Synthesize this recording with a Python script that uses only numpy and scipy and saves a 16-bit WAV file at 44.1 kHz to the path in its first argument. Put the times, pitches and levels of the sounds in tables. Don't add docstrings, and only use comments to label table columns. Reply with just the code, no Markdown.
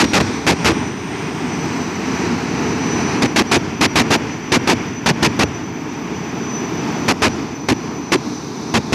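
import sys
import numpy as np
from scipy import signal
from scipy.fft import rfft, irfft, next_fast_len
from scipy.io import wavfile
from scipy.ndimage import uniform_filter1d, minimum_filter1d, map_coordinates

SR = 44100
rng = np.random.default_rng(int(sys.argv[2]) if len(sys.argv) > 2 else 0)


def persist_wave(psi):
    counts = np.round(np.clip(psi, -1, 1) * 32767).astype(np.int16)
    wavfile.write(sys.argv[1], SR, np.atleast_2d(counts).T)


N = 394254
TIME = np.arange(N) / SR


def amp(db):
    return 10 ** (np.asarray(db) / 20)


def curves(rows, times=TIME):
    t, *columns = np.transpose(rows)
    return [np.interp(times, t, column) for column in columns]


def wobble(rate):
    knots = rng.standard_normal(int(N * rate / SR) + 4)
    return map_coordinates(knots, [TIME * rate])


def filtered(x, response):
    size = next_fast_len(N + 8192)
    hz = np.fft.rfftfreq(size, 1 / SR)
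    return irfft(rfft(x, size) * response(hz), size)[:N]


def coloured(x, points):
    f, db = np.transpose(points)

    def response(hz):
        magnitude = amp(np.interp(np.log(hz + 1), np.log(f), db))
        cepstrum = irfft(np.log(magnitude))
        half = len(cepstrum) // 2
        cepstrum[1:half] *= 2
        cepstrum[half + 1:] = 0
        return np.exp(rfft(cepstrum))
    return filtered(x, response)


def noise(spectrum):
    x = coloured(rng.standard_normal(N), spectrum)
    return x / np.std(x)


def gate(age, hold, rise, fall):
    return (1 - np.exp(-age / rise)) * np.exp(-np.maximum(age - hold, 0) / fall)


# f/Hz, level/dB
RUMBLE_SPECTRUM = [(20, -2), (40, 0.5), (52, -17), (80, -8), (125, -6.5), (170, -1), (205, -3), (245, 1),
                   (310, -0.5), (365, -5), (430, -5), (490, -12.5), (560, -28.5), (1200, -100)]
ROAR_SPECTRUM = [(300, -47.5), (570, -6), (660, -3.5), (900, 0.5), (1100, -2), (1400, -9), (2000, -24.5),
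                 (4000, -95)]
RUSH_SPECTRUM = [(700, -47.5), (1300, -1.5), (1600, 0.5), (2000, 1), (2450, 2), (2900, -4.5), (3400, -10),
                 (4300, -52), (8000, -110)]
HISS_SPECTRUM = [(2200, -24), (3500, 2), (4400, 2), (5200, 2.5), (6000, 3.5), (6600, -1), (7300, -2.5),
                 (8200, 0), (9300, -2.5), (10500, -5.5), (11500, -4), (12300, -17)]
# t/s, level/dB
RUMBLE_LEVEL = [(0, -26.5), (0.5, -25), (1.2, -25.5), (1.7, -25), (1.98, -28), (2.28, -24), (2.7, -23.5),
                (3.15, -18), (3.4, -26.5), (4.8, -27.5), (5.8, -28), (7.0, -27), (7.35, -27.5), (8.94, -28)]
# t/s, rush level/dB, hiss level/dB
UPPER_LEVELS = [(0, -7, -7.5), (0.8, -7.5, -13.5), (2.3, -8, -12), (3.2, -9.5, -14), (4.6, -6.5, -13),
                (5.5, -8.5, -14.5), (6.3, -9.5, -15), (7.3, -11, -13), (8.05, -11.5, -14), (8.3, -14, -9),
                (8.94, -13.5, -11)]


def exhaust(sag_hz, fuel_db_per_hz=0.0271, fuel_lag_s=0.073, roar_db=-8, gust_db=0.5, eddy_db=0.3):
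    level, = curves(RUMBLE_LEVEL)
    rush_db, hiss_db = curves(UPPER_LEVELS)
    fuel_db = fuel_db_per_hz * np.interp(TIME - fuel_lag_s, TIME, sag_hz)
    level = level + fuel_db + gust_db * wobble(9)
    bands = [(0, RUMBLE_SPECTRUM), (roar_db, ROAR_SPECTRUM),
             (rush_db, RUSH_SPECTRUM), (hiss_db, HISS_SPECTRUM)]
    return sum(amp(level + db + eddy_db * wobble(22)) * noise(spectrum) for db, spectrum in bands)


# t/s, dip f/Hz, peak f/Hz, peak level/dB
HISS_COLOUR = [(0, 2800, 8600, 8), (0.4, 2850, 8500, 8), (0.7, 4390, 8700, 13), (1.25, 4450, 8700, 13),
               (1.701, 3530, 8150, 7), (2.7, 3450, 8100, 2), (3.1, 3480, 9100, 7), (3.7, 3940, 8200, 1),
               (6.4, 4080, 8200, 1), (7.6, 3900, 7900, -1), (8.94, 3120, 7200, -2)]


def shaded(x, shelf_hz=7430, shelf_db=-9, dip_db=-4):
    hz, t, spectra = signal.stft(x, SR, nperseg=512)
    hz = hz[:, None]
    dip_hz, peak_hz, peak_db = curves(HISS_COLOUR, t)
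    shelf = shelf_db * (0.5 + 0.5 * np.tanh((hz - shelf_hz) / 500))
    dip = dip_db * np.exp(-((hz - dip_hz) / 300) ** 2)
    peak = peak_db * np.exp(-((hz - peak_hz) / 650) ** 2)
    return signal.istft(spectra * amp(shelf + dip + peak), SR, nperseg=512)[1][:N]


# t/s, f/Hz
BLADE_SETPOINT = [(0, 5830), (.35, 5943), (1.3, 5938), (1.8, 5985), (2.15, 5937), (2.45, 5973), (3.2, 5957),
                  (4.4, 5959), (6.45, 6002), (6.85, 5974), (7.1, 5987), (8.94, 6004)]


def governor(brake_hz_per_burn_s=4000, settle_s=0.237, swing_hz=2.17):
    setpoint_hz, = curves(BLADE_SETPOINT)
    sag_hz = np.zeros(N)
    for start, burn, _, _ in AFTERBURNER_POPS:
        age = np.maximum(TIME - start, 0)
        swing = np.exp(-age / settle_s) * np.sin(2 * np.pi * swing_hz * age)
        sag_hz += brake_hz_per_burn_s * burn * swing
    return setpoint_hz - sag_hz, sag_hz


def narrowband(phase, rate):
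    return wobble(rate) * np.sin(phase) + wobble(rate) * np.cos(phase)


# t/s, level/dB
WHINE_LEVEL = [(0, -37), (0.3, -44), (0.8, -40), (1.15, -53), (1.42, -57), (1.58, -39.5), (2.0, -49.5),
               (2.6, -45), (3.05, -34.5), (3.7, -48), (4.05, -39), (4.3, -46.5), (5.0, -44.5), (5.6, -46),
               (6.32, -50), (6.5, -38), (6.66, -39), (6.87, -55), (7.1, -46), (8.1, -43), (8.94, -49)]


def compressor_whine(blade_hz, jitter_hz=7, fade_db=1.4, flutter_db=3.5,
                     skirt_db=-10, overtone_db=-29, scatter_db=-49, octave_db=-59):
    phase = 2 * np.pi * np.cumsum(blade_hz + jitter_hz * wobble(70)) / SR
    level = curves(WHINE_LEVEL)[0] + fade_db * wobble(9)
    tone = amp(flutter_db * wobble(25)) * np.sin(phase)
    skirt = amp(skirt_db) * narrowband(phase, 160)
    overtone = amp(overtone_db) * np.sin(phase * 4 / 3)
    scattered = amp(scatter_db) * narrowband(phase, 90)
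    octave = amp(octave_db) * narrowband(2 * phase, 220)
    return np.sqrt(2) * amp(level) * (tone + skirt + overtone) + scattered + octave


# start t/s, burn t/s, blow-out t/s, relative crackle level/dB
AFTERBURNER_POPS = [(-.025, .051, 0.01, -2), (0.04, 0.0064, 0.0018, -11), (0.1335, 0.05, 0.004, -3),
                    (.202, 0.01, 0.0061, -9), (0.4665, 0.044, 0.026, 0), (0.6462, .047, 0.029, -4),
                    (3.2207, 0.016, 0.027, -5), (3.36, 0.042, 0.02, 0.5), (3.514, 0.048, 0.015, 0),
                    (3.8089, 0.051, 0.0052, -1), (3.9557, 0.052, 0.015, 0), (4.1048, 0.052, 0.0067, -2),
                    (4.519, 0.048, 0.0082, -4.5), (4.674, 0.049, 0.016, -3), (5.06, 0.048, 0.0069, -6.5),
                    (5.2245, 0.043, 0.0064, -4), (5.3912, .044, 0.0051, -7.5), (7.081, 0.034, 0.0079, -3.5),
                    (7.22, 0.044, 0.019, -3), (7.686, 0.024, 0.021, -4.5), (8.119, 0.029, 0.013, -5),
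                    (8.7398, 0.032, 0.014, -4), (8.924, 0.033, 0.014, -3)]
# f/Hz, level/dB
CRACKLE_SPECTRUM = [(60, -33.5), (300, 9), (560, -3.5), (820, 5.5), (1400, 1.5), (2600, 3.5), (3200, -5),
                    (5000, -5.5), (6100, -6.5), (8000, -13), (12000, -18.5)]
THUMP_SPECTRUM = [(20, -19), (60, -8.5), (130, -7.5), (240, -1.5), (350, -2), (550, -13.5), (900, -21),
                  (2000, -37), (6000, -62), (13000, -79)]
ECHO_SPECTRUM = [(20, -10), (45, -3.5), (70, -7), (110, -0.5), (200, -11), (350, -16.5), (550, -25),
                 (1000, -24), (3000, -44), (8000, -81)]


def afterburner(shock_s=0.0011, snap_db=-12, crackle_db=-6.5, sputter_db=-20, rough_db=3,
                thump_db=-14, whump_db=-14.5, echo_db=-32, full_echo_burn_s=0.046):
    shock, crackle, thump, echo = np.zeros((4, N))
    for start, burn, blow_out, db in AFTERBURNER_POPS:
        age = np.maximum(TIME - start, 0)
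        shock_age = age / shock_s
        shock += (age > 0) * (1 - shock_age) * np.exp(-shock_age / 2)
        crackle += amp(snap_db) * gate(age, 0.0017, rise=0.0021, fall=0.0041)
        crackle += amp(crackle_db + db) * gate(age, burn - 0.003, rise=0.0029, fall=0.0044)
        crackle += amp(sputter_db) * gate(age, burn + blow_out, rise=0.0012, fall=0.0016)
        thump += amp(thump_db) * gate(age, burn + blow_out, rise=0.00055, fall=0.0033)
        whump_age = np.maximum(age - burn + 0.0023, 0)
        thump += amp(whump_db) * gate(whump_age, 0.0039, rise=0.0031, fall=0.011)
        echo += burn / full_echo_burn_s * gate(age, burn, rise=0.028, fall=0.22)
    spurts = amp(rough_db * wobble(300))
    flame = spurts * crackle * noise(CRACKLE_SPECTRUM)
    return shock + flame + thump * noise(THUMP_SPECTRUM) + amp(echo_db) * echo * noise(ECHO_SPECTRUM)


def gain_control(x, limit_db=-8, recover_db_per_s=4, look_ahead_s=0.0022):
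    span = int(look_ahead_s * SR)
    headroom_db = limit_db - 20 * np.log10(np.abs(x) + 1e-6)
    allowed_db = minimum_filter1d(headroom_db, 2 * span + 1)
    climb_db = recover_db_per_s * TIME
    gain_db = np.minimum.accumulate(allowed_db - climb_db) + climb_db
    return x * amp(uniform_filter1d(gain_db, span))


def scene():
    blade_hz, sag_hz = governor()
    return (shaded(exhaust(sag_hz)) + compressor_whine(blade_hz) + afterburner())[None]


# f/Hz, level/dB
MICROPHONE_RESPONSE = [(20, -27), (70, 2), (300, 0.5), (560, 0), (900, -0.5), (2600, -2), (3500, 0),
                       (6000, -1), (7200, -3.5), (9500, -8.5), (12000, -6)]


def record(dry, ceiling_db=-8, knee=6, low_cut_hz=85, top_hz=12150):
    clipped = dry[0] / (1 + np.abs(dry[0] / amp(ceiling_db)) ** knee) ** (1 / knee)
    low_cut = signal.butter(2, low_cut_hz, "highpass", fs=SR, output="sos")
    thinned = signal.sosfilt(low_cut, gain_control(clipped))
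    return filtered(coloured(thinned, MICROPHONE_RESPONSE), lambda hz: hz < top_hz)[None]


dry = scene()
out = record(dry)
persist_wave(out)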